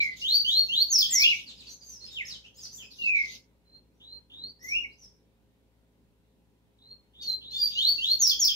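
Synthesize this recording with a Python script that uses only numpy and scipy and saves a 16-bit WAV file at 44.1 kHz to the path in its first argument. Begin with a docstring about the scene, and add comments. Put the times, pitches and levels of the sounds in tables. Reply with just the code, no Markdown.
"""A small caged songbird sings gliding whistles and whips close to two microphones in a quiet home.
Other birds answer from further off with low glides, warbles and twitter; an appliance hums over a
soft rumble. Each note is a near sine from the syrinx, roughened by turbulent air. Scratchy hiss makes
the breath around the song and blurred far twitter in between. The room smears each whistle, and a
noise suppressor lets the background rise while birds sing."""
import sys
import numpy as np
from scipy import signal
from scipy.io import wavfile
from scipy.ndimage import uniform_filter1d

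SR = 44100
rng = np.random.default_rng(int(sys.argv[2]) if len(sys.argv) > 2 else 0)


def pcm_store(signal):
    """Save signal as 16-bit PCM."""
    levels = np.round(np.clip(np.atleast_2d(signal), -1, 1) * 32767)
    wavfile.write(sys.argv[1], SR, levels.astype(np.int16).T)


N = 377055
LAG = 8  # samples by which the right microphone hears late
U = np.linspace(0, 1, 41)  # share of a note's length

# The caged bird's rising whistles. Each row: start, time to the kink and length in seconds,
# low, kink and top pitch in Hz, level in dB.
RISES = [(0.214, 0.09054, 0.2165, 2800, 4087, 4552, -26.5),
         (0.443, 0.0888, 0.1876, 2923, 3968, 4330, -24.5), (0.684, 0.088, 0.1474, 2720, 3975, 4452, -25),
         (7.749, .09, 0.2162, 2814, 3929, 4479, -26), (7.979, 0.0949, 0.183, 2702, 3925, 4388, -28)]


def rising_whistle(start, kink, length, low_hz, kink_hz, top_hz, db, ease_s=.06):
    """The caged bird's pitch steepens up to a kink, then eases to the top."""
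    # Level in dB at the start, halfway to the kink, just before and after it, on the ease,
    # at the top, after it and at the end.
    contour_db = (-14.5, -6.5, -8, -5, -4, 1.35, -7.5, -19)
    t, top = U * length, kink + ease_s
    climb = low_hz + (kink_hz - low_hz) * np.minimum(t / kink, 1) ** 1.7
    ease = glide(0, top_hz - kink_hz, (t - kink) / ease_s, bend=1.6)
    times = [0, kink / 2, kink - .01, kink + .01, (kink + top) / 2, top, (top + length) / 2, length]
    return contour(start, length, climb + ease, db + np.interp(t, times, contour_db))


def held_whistles():
    """The caged bird's flatter whistles settle on a pitch as they swell and fade."""
    # Each row: start and length in seconds, first and last Hz, share at which the pitch settles,
    # level in dB, share at which it is loudest, dB gained, dB lost.
    whistles = [(7.208, 0.057, 4596, 4400, .95, -47, 0.42, 11, 6.5),
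                (7.26, 0.1102, 4446, 4107, 0.36, -34, 0.36, 14.5, 22),
                (7.528, 0.0914, 3443, 3570, 0.38, -35.5, 0.53, 12, 23),
                (7.574, 0.1407, 4816, 4650, .8, -29.5, 0.47, 21, 29.5)]
    return [contour(start, length, glide(first, last, U / settled, bend=1.7), db + swell(*shape))
            for start, length, first, last, settled, db, *shape in whistles]


def whips():
    """The caged bird's steep falls, each breaking into two hoarse flicks and a low tail."""
    # Each row: start and length in seconds, top and bottom Hz, slowness of the start, level in dB.
    drops = [(.9, 0.08385, 6783, 5343, 1.537, -27.5), (1.101, 0.0964, 7550, 5524, 2.01, -29),
             (8.191, .082, 6895, 5463, 1.6, -27.5), (8.39, 0.05766, 6950, 5500, 1.62, -27.5)]
    # Flicks and tail. Each row: delay after the fall and length in seconds, first and last Hz,
    # dB relative to the fall at start, middle and end.
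    endings = [(-.007, .025, 4152, 5208, -14.5, 0, -4.16), (.021, 0.019, 3882, 4982, 4, -3.5, -5),
               (0.033, .047, 3625, 3178, -4, -5.5, -19)]
    falls, flicks = [], []
    for start, length, top, bottom, bend, db in drops:
        hz = glide(top, bottom, U / .82, bend)
        falls.append(contour(start, length, hz, db + swell(.68, rise_db=15, fall_db=1.5)))
        for delay, flick_s, first, last, *levels in endings:
            hz = glide(first, last, U / .65, bend=.981)
            flicks.append(contour(start + length + delay, flick_s, hz, db + arc(*levels)))
    return falls, flicks


def low_calls():
    """A second bird's low falling glides, and calls that climb and then drop."""
    # Each row: start and length in seconds, first and last Hz, level in dB, share at which it is loudest.
    falls = [(-.125, 0.2657, 2936, 2029, -27, 0.35), (2.145, .105, 3752, 1771, -36.5, .5),
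             (2.984, 0.33, 2877, 2048, -28.5, 0.44)]
    # Each row: start and length in seconds, pitch factor, level in dB, dB added to the closing drop,
    # slowness of the climb.
    climbs = [(1.086, .265, 1.01, -22.5, 0, 1.03), (4.592, .28, .995, -31.5, -4.5, .88)]
    # The shape of every climb. Each row: share of the length, base pitch in Hz, relative level in dB.
    climb_shape = [(0, 1830, -37), (.2, 2000, -22), (.4, 2150, -14), (.53, 2420, -3), (.65, 2820, 0.52),
                   (0.772, 2870, -3.5), (.85, 2700, -12.5), (.93, 2215, 0), (1, 2150, -43)]
    share, shape_hz, shape_db = np.transpose(climb_shape)
    notes = [contour(start, length, glide(first, last, U, bend=1.2), db + swell(peak, 21, 28))
             for start, length, first, last, db, peak in falls]
    for start, length, factor, db, drop_db, slowness in climbs:
        hz = factor * np.interp(U ** slowness, share, shape_hz)
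        level_db = db + np.interp(U ** slowness, share, shape_db) + drop_db * np.clip(8 * U - 6, 0, 1)
        notes.append(contour(start, length, hz, level_db))
    return notes


def warbles(warble_s=.115):
    """A third bird's rising notes open with a fast warble that dies away."""
    # Each row: start and length in seconds, Hz at start, middle and end, peak level in dB,
    # dB by which the warble lies below the peak, warble depth in Hz.
    calls = [(-.15, .18, 3340, 3680, 4120, -34.5, -12, 361), (3.65, 0.148, 4104, 4160, 4234, -55.5, 10, 3),
             (3.999, 0.1964, 3302, 4073, 4130, -48, 6, 366),
             (4.297, 0.2268, 3290, 3980, 4640, -45, 5.5, 373),
             (6.784, 0.192, 3822, 4174, 4270, -52, 8, 361.5),
             (7.134, 0.116, 3279, 3700, 3600, -49, 6.5, 356),
             (7.407, 0.2123, 3090, 4160, 4440, -45, 4, 361),
             (7.7, 0.141, 3417, 4035, 4360, -42.5, 3.5, 357.5)]
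    notes = []
    for start, length, *pitches, db, under, depth_hz in calls:
        below_db = np.interp(U, [0, .335, .53, .69, 1], [under + 10, under, under, 0, 9.5])
        depth = glide(depth_hz, 0, U * length / warble_s, bend=2)
        notes.append(contour(start, length, arc(*pitches), db - below_db, depth))
    return notes


def far_twitter():
    """Short chirps of far birds, each faintest at the end further from its peak."""
    # Each row: start and length in seconds, Hz at start, middle and end, level in dB,
    # share at which it is loudest.
    chirps = [(1.459, 0.0624, 4850, 3916, 2500, -50, 0.42), (1.559, 0.07, 5260, 4390, 2320, -52, 0.71),
              (1.664, 0.0564, 4830, 4150, 3940, -50.5, 0.06), (1.685, 0.0515, 6070, 6020, 7030, -54, 0.24),
              (1.702, 0.0542, 6490, 6350, 6700, -52.5, 0.11),
              (1.807, 0.0344, 5000, 4710, 4680, -53.5, 0.64), (1.823, 0.162, 6550, 6110, 4950, -53, 0.62),
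              (2.0, 0.0585, 4135, 4290, 4340, -52.5, .4), (2.046, 0.041, 5110, 5130, 5360, -52.5, 0.29),
              (2.102, 0.035, 6990, 6980, 6700, -63.5, 0.73), (2.102, 0.0535, 3680, 3690, 3340, -50.5, 0.33),
              (2.245, 0.0184, 5220, 5230, 5250, -48, 0.74), (2.259, .1, 6900, 4500, 2900, -47, 0.62),
              (2.438, 0.0525, 2417, 3070, 3460, -52.5, 0.09), (2.541, 0.051, 6560, 7100, 9400, -60, 0.3),
              (2.566, 0.033, 4780, 5170, 4570, -51.5, 0.69), (2.601, 0.0588, 6820, 6060, 4200, -46.5, 0.94),
              (2.711, .045, 5820, 6060, 6190, -51.5, 0.3), (2.73, 0.052, 6670, 7240, 6500, -51, 0.63),
              (2.777, 0.0632, 3550, 3047, 2310, -49, 0.52), (2.826, 0.0403, 5332, 5100, 4800, -59.5, 0.51),
              (3.148, 0.0507, 3820, 4000, 3500, -60, 0.4), (3.931, 0.077, 5320, 5950, 6050, -83, 0.6),
              (4.593, 0.0629, 5300, 5790, 6700, -56.5, 0.81), (4.621, 0.0465, 6500, 5640, 7500, -61.5, 0.7),
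              (4.678, .07, 5910, 5520, 5370, -49.5, 0.25), (4.896, 0.049, 3960, 4470, 5950, -64.5, 0.57),
              (4.966, 0.0877, 6100, 5915, 5160, -56.5, 1)]
    return [contour(start, length, arc(*pitches), db + swell(peak, 17 * peak, 17 * (1 - peak)))
            for start, length, *pitches, db, peak in chirps]


def syrinx(rows, overtones_db, shaky, rasp, warble_hz=100):
    """One note's start and sound: a near sine with weak overtones, its pitch swung by any warble."""
    # The beak's colouring of the overtones. Each row: frequency in Hz, gain in dB.
    beak = [(5000, 12), (7600, 8), (8300, -7), (11000, -7.5), (13000, 1.5), (15500, 0.5)]
    times, hz, db, *depth = np.transpose(rows)
    t = np.arange(times[0], times[-1], 1 / SR)
    hz, db = (uniform_filter1d(np.interp(t, times, curve), 200, mode="nearest") for curve in (hz, db))
    depth = np.maximum(np.interp(t, times, depth[0]), 0) if depth else 0 * t
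    beat = 2 * np.pi * warble_hz * (t - times[0] + .0012)
    swing = -np.cos(beat + .5) * .955 - .5  # each pulse sags in pitch
    phase = 2 * np.pi * np.cumsum(hz * (1 + shaky * drift(len(t), .00072)) + depth * swing) / SR
    tone = np.sin(phase)
    harsh = 1 + abs(np.gradient(hz)) * .8 * drift(len(t), .0005)  # fast sweeps fray the overtones
    # Overtones grow with effort, and with the beak wide on high notes.
    harsh *= gain_of(.4 * (db - db.max())) * (hz / 4300) ** 2
    for k, over_db in enumerate(overtones_db, 2):
        tone += gain_of(over_db + curve_at(beak, k * hz)) * harsh * np.sin(k * phase) * (k * hz < SR / 2.2)
    tone *= 1 + rasp * drift(len(t), .00012)  # turbulent air roughens the tone
    pulse_db = .004 * depth * (np.cos(beat) + .77)
    level = gain_of(db + pulse_db + 2.953 * drift(len(t), .0038))
    return times[0], np.sqrt(2) * level * tone * signal.windows.tukey(len(t), min(300 / len(t), 1))


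def bird(notes, overtones_db, shaky, rasp):
    """Sings notes in one voice; overtones_db sets multiples 2, 3, .. of the pitch."""
    out = np.zeros(N)
    for rows in notes:
        add(out, *syrinx(rows, overtones_db, shaky, rasp))
    return out


def room(sound, direct_db, walls_db, tail_db):
    """Direct sound, a few near walls, then sparse echoes that die band by band."""
    # Each row: frequency in Hz, seconds to die away by 60 dB.
    decay = [(1500, .28), (3000, 0.3207), (6000, .35), (12000, 0.27)]
    taps = np.zeros((2, SR))
    echoes = np.arange(500, SR - 20, 20) + rng.integers(0, 20, (2, (SR - 501) // 20))
    np.put_along_axis(taps, echoes, rng.choice([-1., 1.], echoes.shape), 1)
    hz, t, spectrum = signal.stft(taps, SR, nperseg=256)
    path = signal.istft(spectrum * gain_of(-60 * t / curve_at(decay, hz)[:, None]), SR, nperseg=256)[1]
    path *= gain_of(tail_db) / np.linalg.norm(path[0])
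    walls = np.arange(60, 900, 120) + rng.integers(0, 120, (2, 7))
    bounces = gain_of(walls_db - walls / 150) * rng.choice([-1., 1.], walls.shape)
    np.put_along_axis(path, walls, bounces, 1)
    path[0, 0] = path[1, LAG] = gain_of(direct_db)
    return signal.fftconvolve(sound[None], path, axes=1)[:, :N]


def scratch():
    """Scratchy noise in small patches of pitch and time, different at each microphone."""
    # Each row: frequency in Hz, gain in dB.
    colour = [(1500, -31.5), (2500, -6.5), (3800, 1.5), (6500, -7), (7400, -18.5), (8600, -21.5),
              (12000, -20), (15600, -32)]
    frames, hz = N // 64 + 5, np.fft.rfftfreq(256, 1 / SR)
    real, imag, patches = rng.standard_normal((3, 2, frames, 129)).transpose(0, 1, 3, 2)
    patches_db = 4.5 * unit_rms(uniform_filter1d(uniform_filter1d(patches[0], 5, 0), 30, 1))
    spectrum = (real + 1j * imag) * gain_of(curve_at(colour, hz)[:, None] + patches_db)
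    return unit_rms(signal.istft(spectrum, nperseg=256, noverlap=192)[1][:, :N])


def breath(noise, song):
    """A breathy rasp that flares with the caged bird's loudness."""
    loudness = np.sqrt(abs(uniform_filter1d(song ** 2, round(.006 * SR))))
    return noise[::-1] * gain_of(-27) * loudness


def hiss_bouts(noise, onset_s=.015, fade_db_per_s=244):
    """Scratchy hiss: breathy noise around the caged bird's song, blurred far twitter in between."""
    # Each row: start and length in seconds, dB at start and end, low edge in Hz.
    bouts = [(0, 0.1594, -47, -64, 2800), (0.158, 0.069, -48.5, -47, 3600), (0.245, 0.92, -63, -56.5, 3420),
             (0.948, 0.463, -50, -50.5, 2000), (1.425, 0.275, -67.5, -58, 1990),
             (2.056, 0.33, -61, -68.5, 1980), (2.537, 0.158, -69, -56, 3070),
             (2.901, 0.186, -55.5, -53, 4266), (3.143, 0.102, -58.5, -59.5, 2755),
             (3.24, 0.113, -60.5, -48, 2820), (4.606, .11, -67, -71, 5300),
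             (4.62, 0.165, -38.5, -55, 10560), (7.214, 0.114, -53, -59.5, 2484),
             (7.501, 1.7, -56, -59, 2500)]
    # Each rising whistle scratches as it kinks.
    kinks = [(start + kink - onset_s, onset_s, db - 27.5, db - 27.5, 4521) for start, kink, *_, db in RISES]
    out = np.zeros((2, N))
    for start, length, first_db, last_db, edge_hz in bouts + kinks:
        t = np.arange(0, length + .25, 1 / SR)
        db = np.interp(t, [0, length], [first_db, last_db]) - fade_db_per_s * np.maximum(t - length, 0)
        envelope = np.minimum(t / onset_s, 1) * gain_of(db)
        highpass = signal.butter(4, edge_hz, "high", fs=SR, output="sos")
        band = signal.sosfilt(highpass, noise[:, round(start * SR):][:, :len(t)])
        for channel, part in zip(out, band):
            add(channel, start, part * envelope[:len(part)])
    return out


def household_air():
    """Low household rumble fading into faint hiss, in drifting patches."""
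    # Each row: frequency in Hz, relative noise density in dB.
    colour = [(40, -9), (64, -1), (85, -20.5), (105, -7.5), (137, -16.5), (170, -6.5), (250, -6.5),
              (350, -15.5), (534, -19), (974, -30), (1300, -33.5), (4000, -40.5), (9000, -68.5)]
    # Each row: frequency in Hz, left-right likeness from 0 to 1.
    likeness = [(60, 0.29), (300, .85), (700, 0.27), (1500, .5), (4000, 0.017)]
    frames, hz = N // 512 + 5, np.fft.rfftfreq(2048, 1 / SR)
    a, b, c, d, patches = rng.standard_normal((frames, 1025, 5)).T
    left, unrelated = a + 1j * b, c + 1j * d
    patches_db = 1.9 * unit_rms(uniform_filter1d(uniform_filter1d(patches, 16, 0), 6, 1))
    same = curve_at(likeness, hz)[:, None]
    delay = np.exp(-2j * np.pi * hz * LAG / SR)[:, None]
    right = delay * same * left + np.sqrt(1 - same ** 2) * unrelated
    spectrum = np.array([left, right]) * gain_of(curve_at(colour, hz)[:, None] + patches_db)
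    return gain_of(-60) * unit_rms(signal.istft(spectrum, nperseg=2048, noverlap=1536)[1][:, :N])


def appliance():
    """Motor tones that waver a little in pitch and level."""
    # Each row: frequency in Hz, relative level in dB.
    tones = [(59.2, -69), (113.0, -73.5), (166.9, -78), (414.5, -82), (527.6, -85), (823.6, -95.5),
             (882.9, -99), (942.1, -95.5), (1001, -98.5)]
    out = np.zeros(N)
    for hz, db in tones:
        turns = np.cumsum(hz * (1 + .0044 * drift(N, .48))) / SR + rng.random()
        out += gain_of(db + .55 * drift(N, .18)) * np.sin(2 * np.pi * turns)
    return gain_of(10) * out


def contour(start, length, *columns):
    """One note as rows of seconds, pitch in Hz, level in dB and, if given, warble depth in Hz."""
    rows = np.transpose([start + length * U, *columns])
    return rows[rows[:, 0] >= 0]


def glide(first, last, share, bend):
    """Eases from one value to another and stays there."""
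    return first + (last - first) * np.sin(np.pi / 2 * np.clip(share, 0, 1)) ** bend


def swell(peak, rise_db, fall_db):
    """Level in dB over a note, rounded at its loudest point."""
    peak = np.clip(peak, .02, .98)
    return np.where(U < peak, -rise_db * (1 - U / peak) ** 2, -fall_db * ((U - peak) / (1 - peak)) ** 2)


def arc(first, middle, last):
    """A parabola through three values."""
    return first * (1 - U) * (1 - 2 * U) + 4 * middle * U * (1 - U) + last * U * (2 * U - 1)


def drift(size, seconds):
    """Smooth random curve of rms 1."""
    width = max(int(seconds * SR), 2)
    return unit_rms(uniform_filter1d(uniform_filter1d(rng.standard_normal(size), width), width))


def gain_of(db):
    """Decibels to amplitude."""
    return 10 ** (np.asarray(db) / 20)


def unit_rms(x):
    """Scales to rms 1."""
    return x / np.sqrt(np.mean(x ** 2) + 1e-20)


def curve_at(points, hz):
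    """Reads a table along log frequency."""
    points_hz, value = np.transpose(points)
    return np.interp(np.log(hz + 1), np.log(points_hz + 1), value)


def add(mix, start, sound):
    """Mixes a sound in at a start time in seconds."""
    part = mix[round(start * SR):][:len(sound)]
    part += sound[:len(part)]


def scene():
    """Each bird has its own distance, so its own share of direct sound and room."""
    whistles = [rising_whistle(*row) for row in RISES] + held_whistles()
    falls, flicks = whips()
    near = bird(whistles, overtones_db=(-29, -25, -28), shaky=.0036, rasp=.013)
    near += bird(falls, overtones_db=(-24, -30), shaky=.005, rasp=.027)
    near += bird(flicks, overtones_db=(-26, -20), shaky=.025, rasp=.03593)
    low = bird(low_calls(), overtones_db=(-52, -46, -42, -49, -41.5), shaky=.0014, rasp=.003069)
    warbler = bird(warbles(), overtones_db=(-36, -38), shaky=.0016, rasp=.004)
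    far = bird(far_twitter(), overtones_db=(-20, -36), shaky=.01887, rasp=.182)
    birds = room(near, direct_db=-1.3, walls_db=-12.5, tail_db=-7)
    birds += room(warbler, direct_db=-1.1, walls_db=-23, tail_db=-11.5)
    birds += room(low, direct_db=-1.1, walls_db=-13, tail_db=-8.5)
    birds += room(far, direct_db=-5, walls_db=-11.5, tail_db=-3.06)
    noise = scratch()
    return birds + breath(noise, near) + hiss_bouts(noise) + household_air() + appliance()


def record(dry):
    """Microphone colour, a suppressor that opens with the treble level, then bass and treble cuts."""
    # The colour of each microphone. Each row: frequency in Hz, gain in dB.
    left_mic = [(100, -1.5), (7000, 7.5), (9000, 5), (11000, 7), (13500, 12), (15500, 14)]
    right_mic = [(100, -2.5), (7000, 8.5), (9000, -4), (11000, -2.5), (13500, -1.5), (15500, -0.5)]
    # The suppressor's cut. Each row: frequency in Hz, gain in dB before the opening scales it.
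    cut = [(100, -12), (1000, -12), (2500, -9.5), (12000, -11.5)]
    framing = dict(fs=SR, nperseg=1024, noverlap=768)
    hz, t, spectrum = signal.stft(dry, **framing)
    spectrum *= gain_of([curve_at(left_mic, hz), curve_at(right_mic, hz)])[:, :, None]
    hiss = gain_of(-73.5) * rng.standard_normal(dry.shape)  # from the electronics
    spectrum += signal.stft(hiss, **framing)[2]
    treble_db = 10 * np.log10((abs(spectrum[:, hz > 1500]) ** 2).sum(1).mean(0) + 1e-12)
    release = np.arange(len(t)) * 3.6  # the held level falls by up to 3.6 dB a frame
    held_db = uniform_filter1d(np.maximum.accumulate(treble_db + release) - release, 5)
    closed = 1 / (1.5 + np.exp((held_db + 51.5) / 6))
    wet = signal.istft(spectrum * gain_of(curve_at(cut, hz)[:, None] * closed), **framing)[1][:, :N]
    wet = signal.sosfilt(signal.butter(6, 44, "high", fs=SR, output="sos"), wet)
    lowpass = signal.firwin(1023, 15720, window=("kaiser", 9), fs=SR)
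    return signal.oaconvolve(wet, lowpass[None], "same")


dry = scene()
out = record(dry)
pcm_store(out)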